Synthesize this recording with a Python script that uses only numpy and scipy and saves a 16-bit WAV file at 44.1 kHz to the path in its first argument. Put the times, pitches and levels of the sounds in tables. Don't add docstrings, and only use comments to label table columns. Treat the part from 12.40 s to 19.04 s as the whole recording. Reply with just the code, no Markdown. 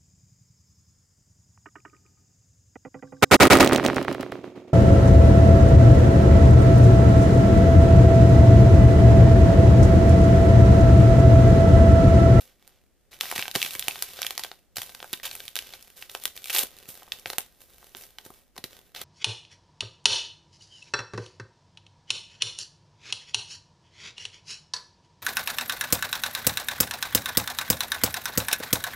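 import sys
import numpy as np
from scipy import signal
from scipy.fft import rfft, irfft
from scipy.io import wavfile
from scipy.ndimage import uniform_filter1d

SR = 44100
rng = np.random.default_rng(int(sys.argv[2]) if len(sys.argv) > 2 else 0)


def unload_audio(sound):
    columns = np.transpose(np.atleast_2d(sound))
    steps = np.round(np.clip(columns, -1, 1) * 32767)
    wavfile.write(sys.argv[1], SR, steps.astype(np.int16))


N = 292824

LEFT_RIGHT = np.array([[1], [-1]])


def undb(db):
    return 10 ** (np.asarray(db) / 20)


def on_bins(hz, values, size):
    bins_hz = np.fft.rfftfreq(size, 1 / SR) + 1
    return np.interp(np.log(bins_hz), np.log(hz), values)


def colour(points, size):
    hz, db = np.transpose(points)
    return undb(on_bins(hz, db, size))


def causal(gain):
    cepstrum = irfft(np.log(gain + 1e-9))
    half = len(cepstrum) // 2
    cepstrum[1:half] *= 2
    cepstrum[half + 1:] = 0
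    return np.exp(rfft(cepstrum))


def stereo(mid, side, width, size):
    share = colour(width, size)
    return (mid + LEFT_RIGHT * share * side) / np.sqrt(1 + share ** 2)


def add(out, start_s, sound):
    start = max(int(start_s * SR), 0)
    part = sound[:, :max(N - start, 0)]
    out[:, start:start + part.shape[1]] += part


# frequency in Hz, level in dB.
FLOOR_COLOUR = [(25, 4.5), (50, 14.5), (100, -0.5), (250, 0.5), (650, -7.5), (900, -16), (1500, -15.5),
                (2200, -16), (4000, -19.5), (8000, -18.5), (15000, -21.5)]
# frequency in Hz, side level minus middle level in dB.
ROOM_WIDTH = [(30, 3), (120, 1.5), (600, -6), (2200, -10), (4500, -0.5), (14000, 3.5)]
FLOOR_DB = -66


def floor():
    white = rfft(rng.standard_normal((2, N)))
    noise = irfft(stereo(*white, ROOM_WIDTH, N) * colour(FLOOR_COLOUR, N), N)
    return noise / noise.std() * undb(FLOOR_DB)


# frequency in Hz, side level minus middle level in dB.
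PAPER_WIDTH = [(100, -14), (600, -31.5), (2200, -30), (4000, -13), (8000, -1), (14000, -2.5)]
EDGES_HZ = [1102, 2440, 5230, 8500]
BASS_EDGES_HZ = [257, 810]


def facet_ring(ring_hz, size, width_hz=740.0, db=9.0):
    f = np.fft.rfftfreq(size, 1 / SR) + 1
    detune = (f * f - ring_hz * ring_hz) / (f * width_hz)
    power = 1 + undb(db) ** 2 / (1 + detune ** 2)
    middle = on_bins(EDGES_HZ, [0, 1, 1, 0], size)
    return np.sqrt(power / np.average(power, weights=middle) ** middle)


def buckle(ms, kick=2.6, ring_db=-17, ring_ms=2.4, size=1024, smooth_bins=25):
    t_ms = np.arange(size) / SR * 1000
    fade = np.exp(-t_ms / max(ms, .1)) + undb(ring_db) * np.exp(-t_ms / ring_ms)
    slips = rng.standard_normal(size) * fade
    slips[0] += kick * rng.choice([-1, 1])
    spectrum = rfft(slips)
    evening = uniform_filter1d(abs(spectrum) ** 2, smooth_bins) ** -.5
    return spectrum * causal(evening)


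def crackles(rate, scatter_db, own_db=2.5, grain_ms=0.51, low_hz=2300, high_hz=4100, count=32, size=1024):
    out = np.zeros((4, 2, N))
    facets = []
    for ring_hz in np.linspace(low_hz, high_hz, count):
        ring = causal(facet_ring(ring_hz, size, width_hz=250.0, db=9.5))
        pop = stereo(buckle(grain_ms), buckle(grain_ms), PAPER_WIDTH, size)
        facets.append(irfft(ring * pop))
    chance = rng.random(N - size)
    strength = rng.exponential(size=N)
    tint = rng.standard_normal((N, 4))
    which = rng.integers(count, size=N)
    for i in np.flatnonzero(chance < rate[:N - size] / SR):
        db = scatter_db * min(strength[i], 3.5) + own_db * tint[i]
        out[:, :, i:i + size] += undb(db)[:, None, None] * facets[which[i]]
    return out


# frequency in Hz, level in dB.
RUSTLE_COLOUR = [(50, 3), (130, 2.5), (300, -3), (600, 7), (1100, -7.5), (1800, -1.5), (2400, 2),
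                 (3300, 2.5), (4300, 0), (5500, -1), (7500, -0.5), (10000, 1.5), (13000, 5.5), (15000, 1)]
GENTLE_DB = -48


def rustle(db, body_db, bright_db, rate, scatter_db, rub_db, pan_db,
           rate_per_db=0.13, bass_per_db=0.7, trims_db=(-1, -.5, -.5, -.5), size=1800):
    effort_db = db - GENTLE_DB
    pops_per_s = np.clip(rate * np.exp(rate_per_db * effort_db), 100, 3000)
    grains = crackles(pops_per_s, scatter_db)
    sliding = undb(rub_db)
    white = rfft(rng.standard_normal((2, N)))
    rub = sliding * irfft(stereo(*white, PAPER_WIDTH, N), N)
    bass_db = body_db - bass_per_db * np.maximum(effort_db, 0)
    tones_db = [bass_db, body_db, 0, bright_db]
    shares = [[1, 0, 0.063, 0, 0.16, 0],
              [0.2, 0.57, 1.0, 0.18, 0, 0.12],
              [0.0, 0.0038, 0.51, 0.65, 0.72, 0.0],
              [0, 0.06, 0.3, 0, 0.48, 0.74]]
    out = 0
    for stream, share, tone_db, trim_db in zip(grains, shares, tones_db, trims_db):
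        power = uniform_filter1d(np.mean(stream ** 2, axis=0), size)
        levelled = stream / np.sqrt(abs(power) + 0.26 * np.median(power))
        paper = (levelled + rub) / np.sqrt(1 + sliding ** 2)
        moving = rfft(paper * undb(db + tone_db + trim_db))
        out = out + moving * on_bins(BASS_EDGES_HZ + EDGES_HZ, share, N)
    return irfft(out * colour(RUSTLE_COLOUR, N), N) * undb(LEFT_RIGHT * pan_db / 2)


# start in seconds, length before it dies away in seconds, level in dB, brightness in dB.
STROKES = [(0, 0.0084, -47.5, 2.5), (0.056, 0.048, -56, -9), (0.18, 0.18, -61, -9),
           (0.709, .035, -46, -4.5), (.77, .04, -71, -6), (0.801, 0.13, -35.5, -3.5),
           (0.952, 0.064, -32, -4.5), (1.139, 0.13, -34, -1.5), (1.313, 0.023, -40, 4),
           (1.379, 0.25, -41.5, -1), (1.62, 0.28, -43, -2.5), (1.764, .07, -38.5, -24),
           (1.94, 0.13, -44.5, -11), (2.355, 0.066, -41, 2), (2.44, 0.3, -52, 1), (2.83, 0.027, -33, -5.5),
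           (2.92, 0.15, -47.5, 1.5), (3.159, 0.2, -46, -5), (3.386, 0.15, -57, 1), (3.555, .04, -49, 2),
           (3.602, .025, -45.5, -2), (3.689, 0.081, -49, 2.5), (3.808, 0.017, -44, -2),
           (3.92, 0.22, -62.5, 9), (3.948, 0.023, -46, 2), (4.31, 0.19, -53, -3.5),
           (4.475, 0.03, -49.5, 10.5), (4.541, 0.082, -51.5, -1), (4.65, 0.24, -57.5, -2),
           (4.855, 0.056, -47, 3), (5.063, 0.145, -68, 4), (5.191, 0.03, -55.5, 5), (5.26, 0.23, -60, 3.5),
           (5.39, 0.1, -61, 1), (5.493, 0.079, -60.5, 3), (5.547, 0.084, -51, 6), (5.66, 0.096, -61.5, -1),
           (5.77, .05, -58.5, -4), (5.838, 0.0093, -50, 4), (5.889, 0.093, -59.5, 3),
           (6.144, 0.014, -56, -9), (6.24, 0.016, -61, -8), (6.294, 0.083, -52, -5),
           (6.433, 0.017, -58.5, 0.5), (6.543, 0.27, -41, -9)]
ATTACK_S, RELEASE_DB_PER_S = .011, 195
SETTLE_DB, SETTLE_DB_PER_S = -49, 159.5
GENTLE_BODY_DB, THINNING_DB_PER_DB, RESTING_DB = 0.27, 0.3484, -81
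OPEN_BODY_DB = 2.5


def handling(slowing=0.8):
    t = np.arange(N) / SR
    power, treble = np.full((2, N), undb(RESTING_DB) ** 2)
    for start_s, length_s, db, bright_db in STROKES:
        age = np.maximum(t - start_s, 0)
        attack_s = ATTACK_S * undb(slowing * (GENTLE_DB - db))
        fading_db = RELEASE_DB_PER_S * np.maximum(age - length_s, 0)
        stroke = np.minimum(age / attack_s, 1) * undb(db - fading_db)
        power = power + stroke ** 2
        treble = treble + (stroke * undb(bright_db)) ** 2
    kicks = np.zeros(N)
    for start_s, db, *_ in SNAPS:
        kicks[int(start_s * SR)] = undb(db + SETTLE_DB) ** 2
    settling = signal.lfilter([1], [1, -undb(-SETTLE_DB_PER_S / SR) ** 2], kicks)
    db, treble_db = 10 * np.log10([power + settling, treble + settling])
    body_db = GENTLE_BODY_DB - THINNING_DB_PER_DB * (db - GENTLE_DB)
    body_db = body_db + OPEN_BODY_DB * (t > RIP_S)
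    return rustle(db, body_db, treble_db - db, rate=420, scatter_db=6.0, rub_db=-2, pan_db=-1.6)


def table_top(dry, delay_ms=2.597, db=-15, dull_hz=3000):
    hz = np.fft.rfftfreq(N, 1 / SR)
    lag = np.exp(-2j * np.pi * hz * delay_ms / 1000)
    return undb(db) * irfft(rfft(dry) * lag / (1 + 1j * hz / dull_hz), N)


# centre frequency in Hz, time to fade by 60 dB in seconds, level in dB.
ROOM_BANDS = [(150, 1, -15), (685, 0.11, -5.5), (2830, 0.28, -15), (6800, 0.2, -10), (14000, 0.11, -4.5)]


def room(dry, gap_s=0.0023, size=16384):
    t, response = np.arange(size) / SR, 0
    centres_hz = [row[0] for row in ROOM_BANDS]
    for share, (_, t60_s, db) in zip(np.eye(len(ROOM_BANDS)), ROOM_BANDS):
        swell = 1 - np.exp(-(t / gap_s) ** 2)
        fade = undb(-60 * t / t60_s) * swell
        tails = rfft(rng.standard_normal((2, size)) * fade / np.linalg.norm(fade))
        band = np.sqrt(on_bins(centres_hz, share, size))
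        response = response + undb(db) * stereo(*tails, ROOM_WIDTH, size) * band
    mono = dry.mean(axis=0)[None]
    return signal.fftconvolve(mono, irfft(response), axes=1)[:, :N]


# frequency in Hz, level in dB.
SNAP_COLOUR = [(60, -25), (220, -12), (450, -3.5), (650, 1), (1100, -0.5), (1600, 2), (2400, 1),
               (3200, 0.5), (4300, -1.5), (5500, -2), (7500, -3.5), (10000, -4), (13000, -1), (15000, -7)]
# start
# in seconds, level in dB, body in dB, brightness in dB, ring in Hz, length in milliseconds.
SNAPS = [(0.277, -24.5, 0, 7, 4360, 0.24), (0.7302, -17.5, 0.5, -24, 2550, 0.83),
         (0.81, 8, -8.5, -4.5, 3450, 0.5), (0.835, -13, 9.5, -6.5, 2850, 2.6),
         (0.8552, -11, 0.5, -20.5, 1950, .7), (0.9144, -1.5, 4, 2, 2430, 0.76),
         (0.9251, -12.5, 17, -6, 2280, 1.6), (0.9564, -6.5, -4, 0, 3800, .8),
         (0.9606, -2.5, -1, -1, 3020, 1.7), (0.9798, 1, -6, -2.5, 2210, 1.9),
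         (0.9925, 1.5, -3, -5, 2400, 4.9), (1.0252, 4, -8.5, -53, 2740, 0.28),
         (1.0557, -6, -2, -19, 1870, 0.51), (1.081, -1.5, 1.5, -5.5, 3100, 0.62),
         (1.1136, -3.5, -23, -3, 4000, 0.89), (1.153, 6, 1.5, -3, 2990, 1.9),
         (1.1589, 8, -4, -5, 4350, 2.4), (1.2171, 6, -15, -9, 3130, 0.77),
         (1.2279, 8.5, -16, -3.5, 2550, 0.71), (1.2478, 0, -18, -7, 3340, 1.8),
         (1.262, -1.5, -5, -4, 2650, 2.1), (1.3079, -4.5, -15, -2, 3320, 1.5),
         (1.3366, -16, -2.5, 6.5, 3000, 0.67), (1.351, -3.5, -2.5, -0.5, 2380, 2.3),
         (1.3946, -0.5, -21, 6, 3550, 0.51), (1.4253, 0, -13, -26, 3370, 0.49),
         (1.4828, 8, -4.5, -0.5, 2870, 1.1), (1.5098, -3, -26, -23, 2650, 0.64),
         (1.5578, -8.5, 3, -20, 3380, 0.32), (1.6241, 2.5, -5.5, 5.5, 4550, 0.82),
         (1.7902, -9.5, 7, -30, 3780, 0.37), (1.818, 1, -3, 0, 5530, 0.74),
         (1.8299, 3.5, -28, -11, 3480, .45), (1.848, -7.5, 7, 0, 2380, .7),
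         (1.8662, 4.5, -17, -3.5, 3300, 1.1), (1.9074, .5, -3, -2.5, 3720, 0.84),
         (1.9781, 3.5, -6, -3, 4940, 0.86), (1.9943, -3, 1, 0, 4870, 2.5),
         (2.0361, 1, -11, -4, 3950, 2.6), (2.0473, -6, 3.5, -3, 2950, 1.1),
         (2.1156, -8.5, 3.5, -15, 4000, 1.3), (2.3685, .5, -4, 0.5, 4430, 2.5),
         (2.3837, -2.5, -1.5, -7, 5160, 0.73), (2.418, -2.5, -4, 0, 3200, 1.1),
         (2.4937, -14, 0.5, -7, 4200, 1.6), (2.5486, -9.5, -3.5, -3, 4300, 1.1),
         (2.603, -10, -1.5, -21, 3600, 0.46), (2.6281, -9, 6, -8, 3300, 0.54),
         (2.6437, -21.5, 14.5, 4, 1930, 0.69), (2.7306, -4, -3, 8.5, 3950, 1.1),
         (2.7349, 3.5, -9, -13, 3740, 4), (2.799, -17, -1, -14, 1910, 0.86),
         (2.853, 0, -3.5, 1, 3560, 13), (2.913, -4.5, -11, -5, 4030, 1.1),
         (2.9306, -17, -28, 6, 3050, 1.2), (2.9523, -11.5, -1, 8, 2700, 1.1),
         (3.0031, -7.5, -3.5, -8, 3600, 1.1), (3.0804, -4.5, -21, -7, 3500, 0.51),
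         (3.156, 0, -11.5, 0.5, 3500, .8), (3.1647, 2.5, -3, -4.5, 3950, 1.6),
         (3.174, -5, -27, -2, 3550, .45), (3.1896, 3, -16, -6, 3260, 0.54),
         (3.3368, -7.5, -3.5, -8.5, 4000, 2), (3.426, -18.5, -25, 3, 5300, .75),
         (3.6252, -6.5, -7, -39, 2750, 0.13), (3.6975, -9.5, -9, -7, 3600, 0.48),
         (3.75, -1.5, 3.5, -4.5, 2920, .4), (3.8378, -11, -7, 8, 3850, .5),
         (3.855, 6, -7.5, 1.5, 3470, 0.2), (3.976, -7.5, -14, -5, 3470, 1.1),
         (4.0425, -6.5, -35, 0, 3770, 0.66), (4.0571, -8.5, -7, 2, 2660, 1.6),
         (4.098, -1.5, -5, -3, 2540, 1.3), (4.1016, 2, -8, -1, 2840, 5.2), (4.147, 2, 0, 6.5, 4200, 8),
         (4.1632, 8, -9.5, -14, 3850, .6), (4.184, 4, -32, 6, 3170, 3.4),
         (4.1916, 3.5, -28, 6.5, 3660, 1.4), (4.233, -4.5, 0, 8, 3370, 1.5),
         (4.387, -19, -15, 2, 4500, 1), (4.622, -34, 23, -7, 2500, 1.9),
         (4.678, -31, 16, -11.5, 2520, 1.9), (4.7205, 5, -20, -14, 3600, 1.3),
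         (4.7964, -20.5, -15, 4, 5400, 1.1), (4.8587, .5, 1.5, -19, 2620, 0.52),
         (4.8724, -13, -1.5, -5, 3950, 0.98), (4.9013, -.5, 1, -4, 4100, 1.2),
         (4.9325, -6, 4.5, -4.5, 4130, 1.8), (4.9834, 3.5, -1, 6, 3100, 0.9),
         (5.428, -32, 16, 0.5, 2260, 1.4), (5.5492, -9.5, -0.5, -19, 3300, 0.74),
         (5.6367, -16.5, -7, -2, 5700, 1.5), (5.7853, -7.5, -4.5, -9.5, 3400, 1),
         (5.8625, -21.5, 9, 2, 4200, 3.7), (5.904, -32, 23, 11, 3500, 1.9),
         (6.1642, -19, 7.5, -4.5, 5250, 2.2), (6.1785, -7.5, 0, -3.5, 4150, 3),
         (6.2405, -1, -8, -6, 4120, 3), (6.561, -5, -4, -9, 3800, 16), (6.6151, -6, -1.5, 2, 3630, 2.7)]


def snaps(thin=0.83, crisp_hz=13000, pan_db=-1.5, wander_db=1.16, size=1024):
    out = np.zeros((2, N))
    tilt_hz = BASS_EDGES_HZ + EDGES_HZ + [crisp_hz]
    for start_s, db, body_db, bright_db, ring_hz, ms in SNAPS:
        bass_db = body_db + thin * min(body_db, 0)
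        tilt_db = [bass_db, body_db, body_db, 0, 0, bright_db, bright_db]
        tilt = undb(on_bins(tilt_hz, tilt_db, size))
        tone = colour(SNAP_COLOUR, size) * tilt * facet_ring(ring_hz, size)
        pop = stereo(buckle(ms), buckle(ms), PAPER_WIDTH, size) * causal(tone)
        place_db = pan_db + wander_db * rng.standard_normal()
        add(out, start_s, irfft(pop) * undb(db + LEFT_RIGHT * place_db / 2))
    return out


# start in seconds, level in dB before a common trim, depth (bass over upper bass) in dB.
PUFFS = [(0.959, 1.5, 0), (.987, 8.5, 3), (1.159, 17.5, 1), (1.249, -4, -7), (1.355, -.5, -3),
         (1.481, 6, -8), (2.381, 0, 11.5), (2.626, -18, -13), (2.732, 6, -7), (4.236, 0.5, -20),
         (4.487, -2, -3), (4.858, -3, 11), (4.982, 2.5, -5.5), (5.548, -5.5, -10.5), (5.861, -3, -8),
         (5.902, -4, -4), (6.185, 0.5, -2), (6.241, 5.5, -4), (6.613, -6, -11)]


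def flexes(trim_db=-1, puff_ms=2.94, low_hz=110, high_hz=330, size=4096, smooth_bins=9):
    out = np.zeros((2, N))
    t_ms = np.arange(size) / SR * 1000
    for start_s, db, depth_db in PUFFS:
        push = rfft(rng.standard_normal(size) * np.exp(-t_ms / puff_ms))
        tone = colour([(35, -22), (low_hz, depth_db / 2), (high_hz, -depth_db / 2 - 4.5),
                       (600, -10), (1500, -36), (6000, -70)], size)
        evened = tone / np.sqrt(uniform_filter1d(abs(push) ** 2, smooth_bins))
        puff = irfft(push * causal(evened))
        add(out, start_s, undb(db + trim_db) * np.array([puff, puff]))
    return out


RIP_S, RIP_LENGTH_S, RIP_DB = 4.15, 0.051, -25
RIP_SWELL_DB_PER_S, RIP_FADE_DB_PER_S = 234, 360
RIP_BODY_DB = -10, 2.5
RIP_BRIGHT_DB = (-1, 3)


def rip(lowest_hz=300, catch_db=3.0, count=220):
    t = np.arange(N) / SR - RIP_S
    swell_db = RIP_SWELL_DB_PER_S * np.maximum(-t, 0)
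    fade_db = RIP_FADE_DB_PER_S * np.maximum(t - RIP_LENGTH_S, 0)
    db = RIP_DB - swell_db - fade_db
    catches = uniform_filter1d(rng.standard_normal(N), count) * np.sqrt(count)
    body_db = np.interp(t, [0, RIP_LENGTH_S], RIP_BODY_DB)
    bright_db = np.interp(t, [0, RIP_LENGTH_S], RIP_BRIGHT_DB)
    fibres = rustle(db + catch_db * catches, body_db, bright_db,
                    rate=600, scatter_db=4.0, rub_db=-5.5, pan_db=-0.5)
    bass_cut = signal.butter(2, lowest_hz, "high", fs=SR, output="sos")
    return signal.sosfilt(bass_cut, fibres)


def scene():
    sachet = handling() + snaps() + flexes() + rip()
    return sachet + table_top(sachet) + room(sachet) + floor()


def record(dry, top_hz=15100):
    treble_cut = signal.ellip(10, .1, 70, top_hz, fs=SR, output="sos")
    return signal.sosfilt(treble_cut, dry)


dry = scene()
out = record(dry)
unload_audio(out)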